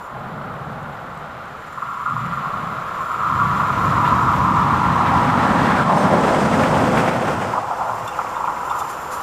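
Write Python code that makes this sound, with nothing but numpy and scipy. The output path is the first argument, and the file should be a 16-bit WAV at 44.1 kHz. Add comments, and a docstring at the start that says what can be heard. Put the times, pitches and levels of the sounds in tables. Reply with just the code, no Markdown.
"""Beside a forest track, a lone electric locomotive comes fast towards the listener and passes a few metres away.
The rails sing in one narrow band of filtered noise, with a thin sizzle on top and throbs in short bursts.
Coloured noises make the body rumble, the wheels roar and rasp, the air rush by and the bogies clatter.
A wheel squeals briefly in wavering sines; after the pass the overhead wire pings in fading sines and
twangs in falling sweeps."""
import sys
import numpy as np
from scipy import signal
from scipy.fft import rfft, irfft, next_fast_len
from scipy.io import wavfile
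from scipy.ndimage import uniform_filter1d, map_coordinates

SR = 44100
rng = np.random.default_rng(int(sys.argv[2]) if len(sys.argv) > 2 else 0)


def persist_wave(psi):
    """Save psi, clipped to +-1, as 16-bit WAV."""
    counts = np.round(np.clip(psi, -1, 1) * 32767).astype(np.int16)
    wavfile.write(sys.argv[1], SR, np.atleast_2d(counts).T)


N = 406602
T = np.arange(N) / SR  # time in s
HZ = np.maximum(np.fft.rfftfreq(next_fast_len(N, True), 1 / SR), 1)  # frequency of each filter step

# wheels rolling on the rails, before trims: t/s, low roar/dB, high rasp/dB
ROLLING_LEVELS = [(0.08, -42, -49.5), (0.15, -37.5, -46), (0.7, -37, -46), (1.8, -43, -45),
                  (2.08, -45, -43), (2.25, -40.5, -40), (2.65, -36.5, -41), (3.15, -39, -40.5),
                  (3.35, -37.5, -37.5), (3.9, -30.5, -35), (4.6, -32, -34.5), (5.4, -26, -31.5),
                  (5.72, -23.5, -29), (5.95, -24.5, -32), (6.3, -21, -30), (6.96, -21, -28.5),
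                  (7.08, -23.5, -31), (7.17, -23.5, -30.5), (7.45, -26, -34), (7.75, -36.5, -39.5),
                  (9.22, -36.5, -40.5)]


def undb(db):
    """Turn decibels into a gain."""
    return 10 ** (np.asarray(db) / 20)


def unit(x):
    """Scale to an rms (average strength) of 1."""
    return x / np.sqrt(np.mean(x ** 2))


def curves(table):
    """Join each column of a table by straight lines in time."""
    s, *columns = np.transpose(table)
    return [np.interp(T, s, column) for column in columns]


def colour(x, points):
    """Filter by a spectrum given as points of f/Hz, level/dB."""
    hz, db = np.transpose(points)
    size = next_fast_len(N, True)
    gain = undb(np.interp(np.log(HZ), np.log(hz), db))
    return irfft(rfft(x, size) * gain, size)[:N]


def noise(points):
    """Coloured noise of rms 1."""
    return unit(colour(rng.standard_normal(N), points))


def walk(rate):
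    """Random levels, a new one every 1 / rate s, smoothed twice; their spread is near 1."""
    k = max(int(SR / rate), 2)
    steps = np.repeat(rng.standard_normal(N // k + 1), k)
    smooth = uniform_filter1d(uniform_filter1d(steps, k), k)
    return 1.35 * smooth[:N]


def flutter(rate, depth_db):
    """A wavering gain of rms 1."""
    return unit(undb(depth_db * walk(rate)))


def blend(far, near, nearness):
    """Noise whose colour changes as the locomotive comes close."""
    return np.sqrt(1 - nearness) * noise(far) + np.sqrt(nearness) * noise(near)


def add(out, s, sound):
    """Mix a short sound in at time s."""
    i = int(s * SR)
    out[i:i + len(sound)] += sound[:max(N - i, 0)]


def bursts(table, rise):
    """Envelope of bursts that start fast, hold and die; the table gives t/s, level/dB, length/s."""
    out, age = np.zeros(N), T[:SR // 4]
    for s, db, length in table:
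        attack = 1 - np.exp(-age / rise)
        decay = np.exp(-(age / length) ** 2 / 2)
        add(out, s, undb(db) * attack * decay)
    return out


def dips(table, rise):
    """A gain of 1 that loses a share of itself for short moments."""
    losses = [(s, 20 * np.log10(lost), length) for s, lost, length in table]
    return 1 - bursts(losses, rise)


def above(x, edge_hz, order=10):
    """Steep high-pass with a moving edge."""
    hz, s, z = signal.stft(x, SR, nperseg=2 ** 10)
    ratio = (hz[:, None] / np.interp(s, T, edge_hz)) ** order
    passed = z * ratio / np.sqrt(1 + ratio ** 2)
    return signal.istft(passed, SR, nperseg=2 ** 10)[1][:N]


def even(x):
    """Noise of rms 1 that keeps its grain but loses its slow chance swells."""
    size = SR // 25
    return x / np.sqrt(uniform_filter1d(x ** 2, size))


def resonance(hz, band=((8, 4), (25, -9), (80, -32), (400, -70))):
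    """Noise around a steady or moving centre; the band lists distance from the centre/Hz, level/dB."""
    phase = 2 * np.pi * np.cumsum(hz + np.zeros(N)) / SR
    return (noise(band) * np.cos(phase) + noise(band) * np.sin(phase)) / np.sqrt(2)


def doppler(x, closest_s, sweep_s, mach):
    """Raise the pitch on the way in and lower it on the way out, by playing faster, then slower."""
    along = (T - closest_s) / sweep_s
    speed = 1 / (1 + mach * along / np.sqrt(1 + along ** 2))
    return map_coordinates(x, [np.cumsum(speed)], order=3, mode="wrap")


def rail_song(nearness):
    """Wheels strike the rough rail head unevenly; the rail passes one band of bending waves, with strands."""
    # singing of the rails, before trims: t/s, level/dB
    song_levels = [(0.0, -34.5), (1.72, -34.5), (1.82, -24.5), (2.49, -24), (2.9, -26), (3.29, -17),
                   (3.5, -18.5), (3.8, -19), (3.98, -17), (4.88, -19), (5.3, -18.5), (5.8, -22),
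                   (6.15, -22.5), (6.65, -24.5), (7.15, -32.5), (7.45, -33), (7.58, -29), (7.63, -37),
                   (7.83, -28.5), (7.98, -30.5), (8.48, -26.5), (8.65, -27), (8.81, -25), (9.01, -33.5),
                   (9.22, -26.5)]
    # the rails carry their lower notes only a short way: t/s, lower edge of the song/Hz
    song_edge = [(0, 967), (1.8, 1110), (3.5, 1060), (4.3, 940), (5.2, 780), (6, 710), (7, 721), (7.7, 686),
                 (8.4, 816), (9.2, 910)]
    # spectrum of the song: f/Hz, level per Hz/dB
    song_colour = [(400, -21), (700, 5.5), (760, 1.5), (830, 8), (900, 2), (980, 9.5), (1075, 3.5),
                   (1170, 3.5), (1270, 3), (1330, 3), (1405, 3), (1450, -17), (1520, -19), (2000, -62)]
    # bursts in the rails: t/s, level/dB, length/s
    throbs = [(1.776, -16, 0.0085), (1.819, -15, 0.01), (1.924, -14, 0.0078), (1.968, -22, .01),
              (1.998, -13, .007), (2.015, -15, 0.013), (2.057, -15, 0.041), (2.116, -18, .011),
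              (2.16, -19.5, 0.03), (2.321, -17.5, 0.018), (2.373, -12, 0.012), (2.432, -15, 0.024),
              (3.4, -10.5, .02), (3.598, -9, 0.0087), (3.631, -10.5, 0.014), (3.678, -11.5, .025),
              (4.06, -16, .02), (4.124, -10.5, 0.011), (4.222, -19, 0.011), (4.275, -12, 0.022),
              (4.465, -16, .02), (4.83, -14, .025), (4.99, -16, 0.028), (5.138, -12, .012),
              (7.535, -17, 0.0069), (7.552, -11.5, 0.011), (7.574, -16.5, .013), (7.708, -18.5, 0.02),
              (7.804, -17.5, 0.017), (7.89, -21, .014), (8.189, -11.5, 0.0092), (8.212, -24, 0.0083),
              (8.364, -18, 0.0093), (8.397, -20, 0.021), (8.44, -20, 0.011), (8.474, -16.5, 0.023),
              (8.708, -18, 0.022), (8.755, -20.5, .014), (8.81, -13.5, 0.0097)]
    # the song drops away for a moment: t/s, share lost, length/s
    lulls = [(1.787, .75, .008), (1.805, .7, .007), (2.03, .65, .016), (2.135, .7, .014), (2.3, .4, .012),
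             (2.352, .65, .011), (3.042, .6, .015), (3.162, .6, .018), (3.718, .55, .009),
             (3.882, .7, .016), (4.355, .65, .022)]
    # narrow strands that stand out of the song: f/Hz, relative level/dB
    strand_notes = [(955, -2.5), (1004, -3), (1075, 1.5), (1135, -1.5), (1205, -4.5), (1275, -9.5),
                    (1375, -8)]
    # the strands sharpen as the locomotive nears: t/s, level against the steady song/dB
    strand_levels = [(1.2, -16), (2.5, -7), (4, -5.5), (9.22, -7)]

    song_db, = curves(song_levels)
    edge_hz, = curves(song_edge)
    strand_db, = curves(strand_levels)
    # close by, many waves overlap and even out
    uneven_db = np.interp(T, [3, 4.5, 7.2, 7.6], [1.4, .75, .64, .9])
    contact = rng.standard_normal(N) * flutter(rate=190, depth_db=uneven_db)

    trim_db = 3 * (1 - nearness) + 1.5 * nearness - 1.17  # far off, then close by
    steady = undb(song_db + trim_db) * flutter(rate=20, depth_db=0.5)
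    steady = steady * dips(lulls, rise=0.0028)
    drive = np.hypot(steady, bursts(throbs, rise=0.0019))

    strands = np.zeros(N)
    for hz, db in strand_notes:
        strand = resonance(hz * (1 + .005 * walk(5)))
        strands += undb(db) * strand * flutter(rate=14, depth_db=4)  # they come forward in turn
    broad_song = even(colour(contact, song_colour)) * drive
    return above(broad_song + undb(strand_db) * unit(strands) * steady, edge_hz)


def rail_sizzle():
    """High guided waves in the steel: steady in narrow bands, broader in spurts."""
    # treble waves running along the rails: t/s, level/dB
    sizzle_levels = [(0, -52), (.15, -65.5), (1.4, -64), (1.9, -55.5), (2.8, -56.5), (3.4, -50),
                     (4.2, -50.5), (5, -57), (6, -75), (7.7, -56), (7.95, -50), (8.55, -51), (8.8, -45),
                     (9, -47), (9.22, -43.5)]
    # spectra of the sizzle and of its spurts: f/Hz, level per Hz/dB
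    sizzle_colour = [(5500, -13), (6800, -12.5), (7150, -0.5), (7500, -3.5), (7950, -29), (9200, -15),
                     (9550, -7.5), (9950, -17), (11200, -12), (12300, -16), (13400, -9), (15400, -37)]
    spurt_colour = [(3000, -12), (5500, -7), (7300, 0), (8100, -10), (9500, -6), (12000, -7), (13500, -13),
                    (15400, -30)]
    # sizzling spurts in the rails: t/s, level/dB, length/s
    spurts = [(6.96, -45, 0.041), (8.073, -38, 0.0093), (8.785, -38, 0.021), (8.895, -38.5, 0.019),
              (9.115, -38, 0.035)]

    sizzle_db, = curves(sizzle_levels)
    steady = undb(sizzle_db) * flutter(rate=81, depth_db=1.5)
    return noise(sizzle_colour) * steady + noise(spurt_colour) * bursts(spurts, rise=0.0033)


def locomotive(nearness):
    """Body rumble, wheel roar, the rasp of steel on steel and rushing air, each a coloured noise."""
    # rumble of the body: t/s, level/dB
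    rumble_levels = [(0.0, -37), (0.07, -67), (0.13, -34.5), (0.65, -33.5), (1.46, -43), (2.02, -45),
                     (2.15, -31.5), (2.27, -28), (2.45, -37.5), (2.6, -30.5), (2.8, -39), (3.16, -41),
                     (3.36, -25), (3.44, -25), (3.73, -28.5), (3.77, -23), (3.95, -23), (5.2, -20.5),
                     (5.7, -19.5), (6.2, -20.5), (6.4, -20), (6.91, -17), (7.12, -27), (7.37, -27.5),
                     (7.65, -44.5), (9.22, -46)]
    # rushing air: t/s, level/dB
    hiss_levels = [(0, -67.5), (1.4, -61.5), (2.3, -59), (3.1, -55), (3.9, -47), (4.6, -47), (5.4, -45),
                   (5.75, -42.5), (6.15, -43.5), (6.35, -39), (6.6, -40.5), (6.95, -41), (7.15, -44),
                   (7.45, -44.5), (7.72, -50), (8.2, -49), (9.22, -51)]
    # the rasp flares on rough stretches of rail: t/s, level/dB, length/s
    flares = [(4.04, -27.5, 0.062), (4.83, -37, .02), (5.05, -25, 0.048), (5.22, -30, .07),
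              (5.62, -34, 0.097)]
    # spectra from very far, far and near: f/Hz, level per Hz/dB
    rumble_distant = [(20, -29), (50, -15), (85, -11), (115, -1), (145, 5), (190, -2.5), (225, -4),
                      (270, -11.5), (380, -41), (700, -68)]
    rumble_far = [(20, -37), (38, -40), (55, -8), (90, -1), (145, 3.5), (200, -3), (260, -9), (320, -8),
                  (390, -23.5), (700, -69)]
    rumble_near = [(20, -43), (38, -49), (55, -16), (90, -8.5), (135, -3.5), (175, 0.5), (250, -0.5),
                   (310, -10), (420, -17), (700, -76)]
    roar_far = [(150, -11.5), (260, -7), (420, -2.5), (520, -0.5), (700, 2), (830, 3), (1000, -6.5),
                (1500, -0.5), (2000, -42)]
    roar_near = [(150, -33), (320, -2.5), (440, -1.5), (515, 1.5), (580, 2.5), (700, 2), (850, -1.5),
                 (1100, -9.5), (1800, -62)]
    rasp_colour = [(900, -9), (1250, 5), (1450, 6), (1650, 3.5), (1850, .8), (2300, -4.3), (3200, -9.3),
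                   (3600, -11.5), (4200, -17.5), (6000, -32)]
    hiss_far = [(2500, 6.5), (4000, -9), (5000, 8), (6500, 7), (8300, 1.5), (11000, -28), (14000, -12),
                (15300, -20)]
    hiss_near = [(2500, -23), (4000, 3.5), (5000, 7), (6500, 4), (7500, 4.5), (8800, 2.5), (9900, -6),
                 (11500, -14), (14000, -26), (15300, -32)]

    rumble_db, = curves(rumble_levels)
    roar_db, rasp_db = curves(ROLLING_LEVELS)
    hiss_db, = curves(hiss_levels)
    # the bogies jolt the body and the wheels, harder when close
    jolts = flutter(rate=34, depth_db=.7 * np.sqrt(nearness))

    # from far off only one hollow band of the rumble arrives
    distant = np.interp(T, [2.55, 3.1], [1, 0])
    body = np.sqrt(distant) * noise(rumble_distant)
    body += np.sqrt(1 - distant) * blend(rumble_far, rumble_near, nearness)
    rumble = body * undb(rumble_db)

    roar = blend(roar_far, roar_near, nearness) * undb(roar_db + 3.5 - 3.75 * nearness)

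    rasp = doppler(noise(rasp_colour), closest_s=6.4, sweep_s=.4, mach=.09)
    rasp = rasp * np.hypot(undb(rasp_db + 3.5), bursts(flares, rise=0.0084))
    rasp = rasp * flutter(rate=180, depth_db=0.72)

    hiss = blend(hiss_far, hiss_near, nearness) * undb(hiss_db) * flutter(rate=250, depth_db=0.5)
    return jolts * (rumble + roar + rasp + hiss)


def track_ring():
    """Rails and sleepers hum in narrow resonances that follow the level of the wheel roar."""
    # narrow resonances driven by the rolling wheels: f/Hz, level/dB
    track_modes = [(514, 3.5), (690, -16), (1068, -1.5)]

    roar_db = curves(ROLLING_LEVELS)[0]
    share_db = np.interp(T, [5, 6.5, 7.6, 9.22], [-21, -13, -7.5, -8.5])
    hum = sum(undb(db) * resonance(hz) for hz, db in track_modes)
    return hum * undb(roar_db + share_db)


def open_air():
    """A faint deep rumble of steady noise that stays throughout."""
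    # spectrum of the deep rumble: f/Hz, level per Hz/dB
    air_colour = [(20, -22), (45, -17), (70, 8), (110, -4), (250, -1), (1000, -70)]
    return noise(air_colour) * undb(-50)


def ballast_ticks():
    """Sparse tiny ticks of fading noise, about 30 a second, a few much louder than the rest."""
    loudness = undb(4.0 * np.minimum(rng.exponential(size=N), 3))
    ticks = (rng.random(N) < 30 / SR) * loudness
    age = T[:SR // 100]
    grain = rng.standard_normal(len(age)) * np.exp(-age / 0.0013)
    ticks = signal.fftconvolve(ticks, grain)[:N]
    tick_sound = colour(ticks, [(2500, -20), (5000, -5), (7500, 5), (10000, -15), (15000, -12)])
    return unit(tick_sound) * undb(-71.0)


def wheel_ring():
    """A rough resonance that stumbles down in pitch as the wheels turn from coming to going."""
    # the wheels ring as they sweep past: t/s, ring before the stumble/Hz, level/dB
    ring_path = [(3.0, 1763, -64), (4.6, 1767, -45), (5.5, 1700, -31), (5.72, 1650, -25), (5.81, 1400, -19),
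                 (5.86, 1200, -36), (5.91, 968, -23), (6.1, 900, -28), (6.9, 861, -33), (7.5, 829, -26.5),
                 (7.9, 813, -22.5), (8.3, 820, -44)]

    ring_hz, ring_db = curves(ring_path)
    stumble = 1 + .04 * walk(45)
    ring = resonance(ring_hz * stumble, [(60, -2.5), (130, -2), (400, -19), (1500, -70)])
    return ring * undb(ring_db) * flutter(rate=60, depth_db=2.0)


def roar_sweep():
    """A broad hump of wheel roar that sinks in pitch during the pass and surges as the wheels thud."""
    # the heart of the roar sinks as the locomotive draws level, then partly climbs: t/s, centre/Hz, level/dB
    hump_path = [(4.8, 1156, -45), (5.4, 1062, -26.5), (5.84, 932.5, -26), (6.0, 831, -22),
                 (6.15, 680, -23.5), (6.4, 528.2, -22), (6.5, 580.3, -35), (6.7, 681.7, -23.5),
                 (7.05, 738.4, -37), (7.7, 590, -62)]
    # the wheels thud over the nearby track and the roar surges: t/s, level/dB, length/s
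    surges = [(5.888, -13.5, 0.026), (6.105, -15, 0.048), (6.27, -18, 0.034), (6.36, -19, .03),
              (6.595, -21, 0.033), (6.72, -18.5, 0.048), (6.92, -20, 0.045), (7.02, -24, .04),
              (7.07, -17, .02), (7.265, -20.5, 0.028)]

    centre_hz, sweep_db = curves(hump_path)
    hump = even(resonance(centre_hz, [(60, -3.0), (210, -1.0), (380, -8.0), (900, -37), (2000, -70)]))
    return hump * np.hypot(undb(sweep_db), bursts(surges, rise=0.0068))


def wheel_squeal():
    """A flange scrapes the rail and the wheel's modes waver and stutter."""
    # a wheel squeals briefly, before a trim: t/s, level/dB
    squeal_levels = [(5.9, -120), (5.94, -66), (5.965, -47), (6.01, -46), (6.04, -58), (6.08, -53),
                     (6.13, -52), (6.17, -66), (6.22, -120)]
    # the wheel's modes: f before wavering/Hz, relative level/dB
    wheel_modes = [(4479, -5.5), (5254, -2), (6180, -3.5), (8565, -1), (9458, -12), (10234, -17),
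                   (11273, -17), (13975, -12)]

    squeal_db, = curves(squeal_levels)
    modes = np.zeros(N)
    for hz, db in wheel_modes:
        wavering_hz = hz * (1 + 0.003 * walk(400))
        tone = np.sin(2 * np.pi * np.cumsum(wavering_hz) / SR)
        modes += undb(db) * tone * flutter(rate=150, depth_db=3)
    return modes * undb(squeal_db + 2)


def bogie_clatter():
    """Each knock is a dull thud, a broad crack and a short metallic rattle around its own pitch."""
    # bogies clatter close by, before trims: t/s, level/dB, length/s, rattle centre f/Hz
    clatter_knocks = [(6.236, -29, .01, 1800), (6.342, -25, .016, 1650), (6.529, -25, .012, 2100),
                      (6.604, -29, .007, 1900), (6.633, -20.5, .01, 2300), (6.66, -30.5, .011, 3300),
                      (6.74, -26.5, .013, 2800), (6.947, -29, .01, 2000), (6.972, -21, .012, 1900),
                      (6.993, -27, .018, 2600), (7.058, -28, .01, 1600), (7.076, -21, .014, 2100),
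                      (7.222, -31, .009, 2100), (7.278, -29, .014, 2400), (7.414, -32, .016, 2300)]
    # spectrum of the crack: f/Hz, level per Hz/dB
    crack_colour = [(500, -13), (1000, 5), (1900, 9), (3200, -3), (4000, -10), (8000, -17), (14000, -31)]
    # spectrum of the rattle: distance from its centre/Hz, level per Hz/dB
    rattle_band = [(100, 3), (300, -5), (700, -7), (2000, -45)]

    crack = noise(crack_colour) * flutter(rate=400, depth_db=3)
    thud_colour = [(60, -25), (180, -2), (400, -6), (750, 1), (1100, -5), (1800, -25), (4000, -60)]
    thud = even(noise(thud_colour))
    grain = even(noise(rattle_band))
    rattles = np.zeros(N)
    for s, db, length, hz in clatter_knocks:
        rattles += bursts([(s, db, length)], rise=0.002) * np.sin(2 * np.pi * hz * T)
    knocks = bursts([row[:3] for row in clatter_knocks], rise=.002)
    return (undb(-.5) * crack + undb(4) * thud) * knocks + undb(-2.5) * rattles * grain


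def trailing_drone():
    """A low drone of narrow noise that swells as the locomotive leaves, then fades unevenly."""
    # low drone that trails the locomotive, before a trim: t/s, level/dB
    drone_levels = [(6.8, -57), (7.2, -26), (7.4, -29.5), (7.6, -37), (7.8, -44), (8.05, -35.5), (8.2, -55),
                    (9.22, -62)]

    drone_db, = curves(drone_levels)
    drone = noise([(30, -32), (70, -18), (105, 13.5), (145, 6), (190, -3), (500, -54)])
    return drone * undb(drone_db - 3.5)


def wire_pings():
    """The swinging wire knocks in its fittings and bounces once; each knock rings the same modes."""
    # pings of the overhead wire, before a trim: t/s, level/dB, pitch ratio
    ping_times = [(8.077, -31, 1.01), (8.358, -41, 1.03), (8.698, -35, 1.015), (8.803, -39, 1.012)]
    # modes of the wire: f before the pitch ratio/Hz, relative level/dB, time to fade by 60 dB/s
    wire_modes = [(2730, -5.5, 0.069), (3486, 0, 0.047), (5500, -9, 0.037), (7370, -6, 0.037),
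                  (8419, -20, .06), (9469, -17, .06), (11320, -21, .06), (14070, -20, .03)]

    out, age = np.zeros(N), T[:SR // 4]
    for s, level_db, pitch in ping_times:
        ring = np.zeros(len(age))
        for hz, db, t60 in wire_modes:
            ring += undb(db - 60 * age / t60) * np.sin(2 * np.pi * hz * pitch * age)
        ring = ring * (1 - np.exp(-age / 0.00091)) * undb(level_db + 3.5)
        add(out, s, ring)
        add(out, s + rng.uniform(0.015, 0.016), 0.44 * ring)  # the bounce
    return out


def wire_twangs():
    """High notes run faster along the taut wire, so nearly every twang arrives as a rough falling sweep."""
    # twangs along the wire, before trim and roughness: t/s, level/dB, start f/Hz, end f/Hz, length/s
    twang_sweeps = [(8.118, -43, 3000, 2250, .042), (8.14, -44, 2100, 1800, .035),
                    (8.182, -46, 2900, 2200, .026), (8.198, -42, 1850, 1600, .045),
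                    (8.205, -48, 2500, 2300, .02), (8.252, -45, 2200, 2320, .033),
                    (8.335, -46, 1900, 1700, .03), (8.44, -44.5, 2550, 2300, .05),
                    (8.452, -49, 3200, 3000, .035), (8.548, -44, 2350, 1950, .05)]

    out, waver, grain = np.zeros(N), walk(900), walk(500)
    for s, db, start_hz, end_hz, length in twang_sweeps:
        i, size = int(s * SR), int(length * SR)
        roughness = 1 + .1 * waver[i:i + size]
        hz = np.geomspace(start_hz, end_hz, size) * roughness
        tone = np.sin(2 * np.pi * np.cumsum(hz) / SR)
        add(out, s, undb(db + 6.5) * np.hanning(size) * tone)
    return out * grain


def scene():
    """All sources lie along one track in the middle; mainly the treble spreads a little to left and right."""
    # the roar sags for a moment: t/s, share lost, length/s
    sags = [(5.83, .35, .035), (6.465, .35, .035), (6.885, .35, .025), (7.345, .3, .035)]

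    # nearness is 1 at the closest moment and one half near_s before and after it
    closest_s, near_s = 6.46, 1.47
    nearness = 1 / (1 + ((T - closest_s) / near_s) ** 4)

    track = rail_song(nearness) + track_ring() + rail_sizzle() + ballast_ticks()
    wire = wire_pings() + wire_twangs()
    passing = (locomotive(nearness) + roar_sweep()) * dips(sags, rise=0.013)
    wheels = bogie_clatter() + wheel_ring() + wheel_squeal()
    mid = track + wire + passing + wheels + trailing_drone() + open_air()

    # a faint noise-smeared copy of the middle, mostly treble, with opposite sign left and right
    age = T[:SR // 4]
    smear = rng.standard_normal(len(age)) * age * np.exp(-age / 0.026)
    side = signal.fftconvolve(mid, smear / np.linalg.norm(smear))[:N]
    side = colour(side, [(25, -12), (70, -37), (150, -49), (330, -36.5), (600, -43), (1300, -47),
                         (2000, -22), (4000, -18.5), (12000, -15.5)])
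    return np.array([mid + side, mid - side])


def record(dry):
    """Cut the treble steeply above 15000 Hz."""
    low_pass = signal.ellip(8, .2, 70, 15000, fs=SR, output="sos")
    return signal.sosfilt(low_pass, dry)


dry = scene()
out = record(dry)
persist_wave(out)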